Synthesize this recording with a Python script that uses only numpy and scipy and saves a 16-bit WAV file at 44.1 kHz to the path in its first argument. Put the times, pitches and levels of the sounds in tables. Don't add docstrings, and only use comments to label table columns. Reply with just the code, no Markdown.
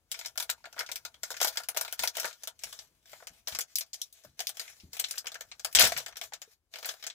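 import sys
import numpy as np
from scipy import signal
from scipy.fft import rfft, irfft, next_fast_len
from scipy.io import wavfile
from scipy.ndimage import uniform_filter1d, map_coordinates

SR = 44100
rng = np.random.default_rng(int(sys.argv[2]) if len(sys.argv) > 2 else 0)


def unload_wav(signal):
    wavfile.write(
        sys.argv[1],
        SR,
        np.round(np.clip(np.atleast_2d(signal).T, -1, 1) * 32767).astype(np.int16),
    )


N = 314874


def amp(db):
    return 10 ** (np.asarray(db) / 20)


def unit(x):
    return x / np.sqrt(np.mean(x ** 2, axis=-1, keepdims=True) + 1e-20)


def along(points, hz):
    f, v = np.transpose(points)
    return np.interp(np.log(hz + 1), np.log(f + 1), v)


def curve(rows):
    return np.interp(np.arange(N) / SR, *np.transpose(rows))


def wobble(knots_per_s):
    knots = rng.standard_normal(int(N * knots_per_s / SR) + 4)
    return map_coordinates(knots, [np.arange(N) * knots_per_s / SR])


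def filtered(x, response):
    m = next_fast_len(N + SR // 2)
    return irfft(rfft(x, m) * response(np.fft.rfftfreq(m, 1 / SR)), m)[..., :N]


def shaped(noise, envelope):
    return unit(noise * envelope) * np.sqrt(np.mean(envelope ** 2, axis=-1, keepdims=True))


# [f/Hz, density/dB per Hz]
FILM_COLOUR = [(120, -67.5), (200, -33.5), (312, -34), (476, -8.5), (584, -12), (652, -5), (1050, -12.5),
               (1640, -1), (1940, 4), (5980, 2.5), (8970, -4), (15000, 4), (16500, -24)]
# [f/Hz, width/Hz, level/dB before a common gain]
HOLLOW = [(650, 67, -9.5), (940, 29, -1.5), (1421, 43, -1)]
LIFTED_S = 2.5


def film(hz, lying=0):
    first, *upper = [2.4 * amp(db) / (1 + (2 * (hz - c) / w) ** 2) for c, w, db in HOLLOW]
    return amp(along(FILM_COLOUR, hz)) * (1 + first + lying * sum(upper))


# [level/dB, t60/s before an extra fall common to all]
TAILS = [(-8.5, 0.8), (-1.5, 0.12), (1, 0.093)]
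BODY_HZ, SHEEN_HZ = 1600, 8500
LUMPY_DB = 3
CRACK_DB, CRACK_RISE_S = 10, .0005
ECHO_S, ECHO_DB = .004, -8


def crease(rows):
    size = 6144
    s, db, body_db, sheen_db = np.transpose(rows)
    t, hz = np.arange(size) / SR, np.fft.rfftfreq(size, 1 / SR)

    bright_hz = np.clip(4600 * np.exp(0.12 * (sheen_db - body_db)), 2000, 7500)
    peak = 1 + 1.3 / (1 + (np.log((hz + 1) / bright_hz[:, None]) / 0.48) ** 2)
    lumps = unit(uniform_filter1d(rng.standard_normal((len(s), len(hz))), size=110, axis=1))
    colour = film(hz, s[:, None] < LIFTED_S) * peak * amp(LUMPY_DB * lumps)
    noise = rfft(rng.standard_normal((len(s), 2, size))) * colour[:, None]

    low = 1 / (1 + (hz / BODY_HZ) ** 12)
    high = 1 / (1 + (SHEEN_HZ / (hz + 1)) ** 16)
    thin_hz = np.clip(1200 * np.exp(-0.022 * body_db), 600, 3300)
    middle = (1 - low - high) / (1 + (thin_hz[:, None, None] / (hz + 1)) ** 6)
    rises_s, cracks_t60_s = [.0025, CRACK_RISE_S, CRACK_RISE_S], [.02, .005, .005]
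    bands = zip([low, middle, high], [body_db, 0 * db, sheen_db], TAILS, rises_s, cracks_t60_s)

    flicker = amp(1.31 * unit(uniform_filter1d(rng.standard_normal((len(s), 1, size)), size=90)))
    back_s = ECHO_S * (.5 + rng.random((len(s), 1, 1)))
    sound = 0
    for share, band_db, (tail_db, t60_s), rise_s, crack_t60_s in bands:
        band = irfft(noise * share)
        crack = lambda u: (1 - np.exp(-u / rise_s)) * amp(CRACK_DB - 60 * u / crack_t60_s)
        echo = amp(ECHO_DB) * crack(np.maximum(t - back_s, 0))
        tail = (1 - np.exp(-t / rise_s)) * amp(tail_db - 60 * t / t60_s - (t / 0.017) ** 2)
        whole = shaped(band, crack(t)) + shaped(band, (echo + tail) * flicker)
        sound = sound + amp(db + band_db)[:, None, None] * whole

    out = np.zeros((2, N + size))
    for at, one in zip(s, sound):
        out[:, round(at * SR):][:, :size] += one
    return out[:, :N]


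# [t/s, level/dB, body under 1.6 kHz/dB re level, sheen over 8.5 kHz/dB re level]
SNAPS = [(0.1156, -22.5, -22, -3.5), (0.1433, -28.5, -14.5, -41), (0.1908, -28.5, -14.5, -6.5),
         (0.2119, -32, -10.5, -21), (0.2489, -32, -13.5, -31), (0.2592, -23.5, -17.5, -8.5),
         (0.3564, -48.5, 3.5, 2), (0.3758, -20, -11.5, -4), (0.4004, -21.5, -10, -4),
         (0.4249, -26.5, -13.5, -0.5), (0.4935, -24.5, -2, -20), (0.4992, -17.5, -19.5, -3.5),
         (0.641, -41, 3, -32), (0.6552, -36, -3, -17), (0.7272, -39, -8.5, -7.5), (0.7648, -46.5, 9.5, -28),
         (0.7794, -35, 1.5, -20), (0.7915, -21, -10.5, -8), (0.8, -32, -9.5, -6), (0.8065, -24.5, -2, -16),
         (0.8301, -45.5, -0.5, -4), (0.863, -34, -24.5, -18), (0.8898, -32, -2.5, -15),
         (0.9161, -24, -16, -5), (0.9577, -25.5, -17, -3.5), (1.0505, -25.5, -10, -9),
         (1.1428, -42, -10.5, -17), (1.2328, -22, -11, -8), (1.3047, -28, -6, -4), (1.3155, -28, -8, -7),
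         (1.3417, -33, -6, -26), (1.3673, -29, -11.5, -10.5), (1.4025, -23.5, -8, -11),
         (1.4139, -16, -5.5, -4.5), (1.4286, -15, -17, -5), (1.446, -18, -2, 0), (1.4729, -21.5, -13, -3),
         (1.4803, -23.5, -29, 0), (1.5566, -38.5, -0.5, -3), (1.572, -17.5, -11, -9.5), (1.6011, -40, 5, 1),
         (1.6347, -34.5, -10.5, -8), (1.6864, -23.5, -9.5, 2.5), (1.7466, -38.5, -1, -4),
         (1.7647, -28.5, 1.5, -4), (1.7713, -17.5, -10, -3), (1.8107, -21.5, -6.5, 0),
         (1.8489, -29.5, -4.5, -6), (1.879, -30.5, -9.5, -10.5), (1.9254, -26.5, -8.5, 1.5),
         (1.9926, -19, -14.5, -6.5), (2.0239, -25.5, -14.5, -9), (2.035, -19.5, -3.5, -2),
         (2.049, -24.5, -12, -3.5), (2.0747, -17, -19.5, -6.5), (2.1521, -33, -7, -10),
         (2.1689, -23.5, -7.5, -3), (2.1816, -27.5, -4.5, -25), (2.1991, -21.5, -13.5, -3),
         (2.231, -33.5, -1, -5), (2.2443, -24, 1.5, -15), (2.2541, -26, -5.5, -4),
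         (2.277, -30.5, -24.5, -24), (2.3101, -40.5, -8.5, -22), (2.3285, -37.5, -11, -12),
         (2.4346, -30, -14, -4.5), (2.4733, -26, -10.5, -4), (2.5915, -41, -22.5, -11),
         (2.636, -23.5, -15.5, -6.5), (2.6708, -45, -2, -6), (2.7267, -32.5, -10, -8.5),
         (2.7898, -31, -19.5, -16), (3.0572, -48.5, -13, -12.5), (3.1316, -39.5, 0, -19),
         (3.2012, -56.5, 10.5, -14), (3.2244, -51, 8.5, -17), (3.2702, -30, -13.5, -7.5),
         (3.473, -23, -14.5, -14), (3.4819, -26, -9.5, -2), (3.5233, -31.5, -12, -15),
         (3.5328, -41.5, -5, -24), (3.5495, -22.5, -14, -11), (3.5877, -22, -8.5, -0.5),
         (3.6079, -21.5, -26, -5), (3.756, -17.5, -44, -2.5), (3.7844, -26.5, -25, 6),
         (3.8085, -23.5, -19.5, -9), (3.9318, -26.5, -41, -19), (3.9417, -29, -23, -7),
         (4.0159, -22.5, -40, -7), (4.1263, -45.5, -57, 2.5), (4.2373, -47.5, -10.5, -8),
         (4.248, -46, -2, -1), (4.3922, -25, -14.5, -14.5), (4.4039, -23, -11.5, -7),
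         (4.47, -20.5, -29.5, -5.5), (4.4917, -27.5, -13, -1.5), (4.57, -32.5, -14, -7),
         (4.5957, -22.5, -17, -9.5), (4.6787, -37.5, -15, -23), (4.8002, -41.5, -24, -26.5),
         (4.9315, -31, -18.5, -5), (4.9681, -32, -12.5, -5), (4.9925, -28, -15.5, -22),
         (4.9972, -20, -18, 0.5), (5.0411, -18, -21.5, -22), (5.1097, -24, -19.5, -3.5),
         (5.1391, -39.5, -4, -24), (5.1757, -34, -6.5, -25), (5.1804, -21, -42, -6.5),
         (5.2439, -49, 6.5, -1), (5.2573, -36, -6.5, -17), (5.2691, -22, -14.5, -12),
         (5.318, -32.5, -10, -9), (5.3432, -32.5, -13.5, -9), (5.354, -35.5, 0, -25), (5.4085, -29, -9, -6),
         (5.5154, -31.5, -14.5, -36), (5.5954, -33.5, -13.5, -11), (5.647, -19, -9, -4.5),
         (5.7273, -38, -18.5, 2), (5.7498, -5, -20.5, -9), (5.7595, -12.5, -14.5, -9.5),
         (5.7695, -12.5, -15, -19), (5.787, -7, -18, -25), (5.7948, -9, -12, 0.5), (5.839, -14, -8, -10),
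         (5.8721, -26.5, -5, 5.5), (5.9206, -21, -9.5, -10.5), (5.9649, -24, -9.5, -23),
         (5.9752, -25, -9.5, 0.5), (5.9818, -22, -14.5, -13), (6.001, -34.5, -8, -12),
         (6.062, -27.5, -8, -12), (6.083, -35, -6.5, -6), (6.113, -49, -4.5, -20),
         (6.125, -42.5, -5.5, -17), (6.1573, -37.5, -9, -16), (6.169, -28.5, -14, -5),
         (6.2132, -25, -10.5, -12.5), (6.3221, -41.5, -1.5, -23), (6.3351, -27.5, -12.5, -12.5),
         (6.4176, -31, -14.5, -9), (6.7383, -31.5, -10, -14.5), (6.7576, -30, -9, -13),
         (6.7862, -34, -7.5, -6.5), (6.828, -33.5, -5, -7), (6.8462, -27, -10.5, -29),
         (6.8568, -29.5, -4.5, 4), (6.8895, -22, -11, -11.5), (6.9385, -41, -2.5, -4),
         (7.0259, -33, -12.5, -13.5), (7.0393, -29.5, -10.5, -13), (7.0665, -23.5, -14, -10.5),
         (7.1003, -30.5, -19, -24)]


def snaps():
    return crease(SNAPS)


# [t/s, level/dB]
TEAR = [(5.796, -7.5), (5.845, -10), (5.873, -21.5), (5.909, -32)]


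def tear(count=20):
    times, levels = np.transpose(TEAR)
    when, size, bright = rng.random((count, 3)).T
    s = times[0] + (times[-1] - times[0]) * (np.arange(count) + when) / count
    db = np.interp(s, times, levels) - 10 * size
    return crease(np.transpose([s, db, -7 - 10 * bright, -13 + 8 * bright]))


# [start t/s, length/s, level/dB]
STRETCHES = [(0.121, 0.17, -45), (0.394, 0.029, -47), (0.493, 0.016, -49), (0.61, 0.13, -66),
             (0.765, 0.075, -45.5), (0.87, 0.22, -57), (1.237, 0.18, -43), (1.426, 0.029, -25.5),
             (1.493, 0.13, -43.5), (1.765, 0.16, -45), (2.002, 0.031, -32.5), (2.154, 0.14, -37),
             (2.346, 0.097, -53), (2.621, 0.12, -42.5), (2.729, 0.098, -43.5), (3.074, 0.15, -47.5),
             (3.318, 0.078, -52), (3.484, 0.061, -36), (3.685, 0.04, -52), (3.978, 0.086, -49.5),
             (4.152, 0.13, -54), (4.389, 0.086, -45.5), (4.554, 0.14, -43.5), (4.7, 0.14, -50),
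             (4.94, 0.015, -39.5), (5.04, 0.13, -43), (5.637, 0.16, -49.5), (5.862, 0.17, -39.5),
             (6.225, 0.0079, -32.5), (6.733, 0.094, -47.5), (6.859, 0.056, -34), (6.983, .06, -54)]
STRETCH_RISE_DB_PER_S, STRETCH_FALL_DB_PER_S = 904, 342.5
# [t/s, level/dB]
FAINT = [(0, -101), (0.07, -71), (0.35, -61), (1.2, -63), (2.58, -64.5), (3.0, -65), (4.3, -62.5),
         (5.5, -57.5), (6.15, -81.5), (6.535, -53), (6.63, -100), (6.735, -74.5), (7.14, -73)]


def rustle_gain():
    t = np.arange(N) / SR
    power = amp(2 * curve(FAINT))
    for s, length, db in STRETCHES:
        rise_db = STRETCH_RISE_DB_PER_S * np.maximum(s - t, 0)
        fall_db = STRETCH_FALL_DB_PER_S * np.maximum(t - s - length, 0)
        power = power + amp(2 * (db - rise_db - fall_db))
    return np.sqrt(power)


def patchy(x, depth_db):
    z = signal.stft(x, nperseg=512)[2]
    field = uniform_filter1d(rng.standard_normal(z.shape[1:]), size=10, axis=0)
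    field = uniform_filter1d(field, size=16, axis=1)
    return signal.istft(z * amp(depth_db * field / field.std()), nperseg=512)[1][:, :N]


def rustle():
    t = np.arange(SR // 10) / SR
    ticks = (rng.random((4, 1, N)) < 90 / SR) * amp(8.3 * rng.standard_normal((4, 1, N)))
    decay = amp(-60 * t / 0.14) + 0.63 * amp(-60 * t / 0.31)
    tails = rng.standard_normal((4, 2, len(t))) * decay
    crackle = unit(signal.fftconvolve(ticks, tails, axes=2).sum(axis=0)[:, :N])
    hiss = 0.59 * amp(1.0 * wobble(35)) * rng.standard_normal((2, N))
    mixed = patchy(crackle + hiss, depth_db=2.5)

    # [f/Hz, level/dB]
    tilt = [(500, 4.0), (1100, 3), (2000, -5.5), (3200, -3.5),
            (5000, -1.5), (7000, 0.5), (9000, -2.5), (16000, -7.0)]
    lying = filtered(mixed, lambda hz: film(hz, True) * amp(along(tilt, hz)))
    lifted = filtered(mixed, lambda hz: film(hz, False) * amp(along(tilt, hz)))
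    return rustle_gain() * unit(np.where(np.arange(N) < LIFTED_S * SR, lying, lifted))


# [t/s, level/dB before rise and decay, f/Hz]
POPS = [(0.58, -45, 930), (0.605, -48, 940), (0.672, -32, 680), (0.744, -33, 1460), (0.7795, -28, 1630),
        (1.3045, -19, 1515), (1.384, -42, 1450), (5.3545, -22, 1617), (5.983, -34, 714), (1.4145, -12, 695),
        (3.056, -42, 1620), (3.131, -41, 603), (3.224, -37, 616), (4.247, -33.5, 605), (4.404, -27, 695),
        (5.9205, -13, 684), (6.322, -30.5, 842), (6.476, -46, 450)]
POP_RISE_S, POP_CYCLES = 0.0008, 24


def pops():
    out, t = np.zeros(N + SR), np.arange(SR // 8) / SR
    for s, db, hz in POPS:
        envelope = amp(db - 60 * t * hz / POP_CYCLES) * (1 - np.exp(-t / POP_RISE_S))
        out[round(s * SR):][:len(t)] += envelope * np.sin(2 * np.pi * hz * t)
    return out[:N]


# [t/s, level/dB before rise and decay, settled f/Hz]
BUMPS = [(1.99, -50, 53), (2.65, -53.5, 53.4), (3.299, -54, 65.6), (3.521, -47.5, 73.4), (4.249, -52, 127),
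         (4.289, -56.5, 72), (4.834, -42.5, 77.7), (5.758, -37, 57.6), (5.801, -39, 81),
         (5.829, -31.5, 80.7), (5.952, -47, 127.4)]


def bumps():
    out, t = np.zeros(N + SR), np.arange(SR // 4) / SR
    dull = signal.butter(3, [45, 260], "bandpass", fs=SR, output="sos")
    envelope = amp(-60 * t / 0.33) * (1 - np.exp(-t / 0.0021))
    for s, db, hz in BUMPS:
        puff = 0.86 * unit(signal.sosfilt(dull, rng.standard_normal(len(t)))) * amp(-60 * t / 0.92)
        ring = np.sin(2 * np.pi * hz * (t + 0.0026 * (1 - np.exp(-t / 0.038))))
        out[round(s * SR):][:len(t)] += amp(db) * envelope * (ring + puff)
    return out[:N]


# [f/Hz, density/dB per Hz]
HUSH_COLOUR = [(20, -22.5), (45, 1), (90, -0.5), (200, -11.5), (500, -15), (2000, -22.5), (16500, -26)]
# [t/s, level/dB]
HUSH_LEVEL = [(0, -74.5), (1.3, -71.5), (2.4, -77.5), (2.75, -71.5), (3.5, -75.5), (4, -78.5), (4.9, -73.5),
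              (6.3, -72.5), (6.6, -82), (7.14, -78)]


def hush():
    tone = filtered(rng.standard_normal((2, N)), lambda hz: amp(along(HUSH_COLOUR, hz)))
    return amp(curve(HUSH_LEVEL) + 0.88 * wobble(35) + 9) * unit(tone)


# [f/Hz, likeness 0..1]
ALIKE = [(60, .9), (300, .95), (700, .88), (1400, .6), (4000, .38), (16000, .25)]
# [f/Hz, phase/rad]
LEAD = [(20, 0.5), (300, 0.3), (1380, 0.96), (1720, 0.14), (2240, 6.62), (3700, 14.25), (5000, 16.54),
        (16500, 22.5)]


def ports(pair):
    def mix(hz):
        alike = np.clip(along(ALIKE, hz), 0, 1)
        return np.array([alike * np.exp(-1j * along(LEAD, hz)), np.sqrt(1 - alike ** 2)])

    right = filtered(pair, mix).sum(axis=0)
    return np.array([amp(-8.0) * pair[0], amp(-12.5) * right])


def scene():
    return ports(snaps() + tear() + rustle() + pops() + bumps() + hush())


TOP_HZ = 15900


def record(dry):
    return filtered(dry, lambda hz: 1 / (1 + (hz / TOP_HZ) ** 200))


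dry = scene()
out = record(dry)
unload_wav(out)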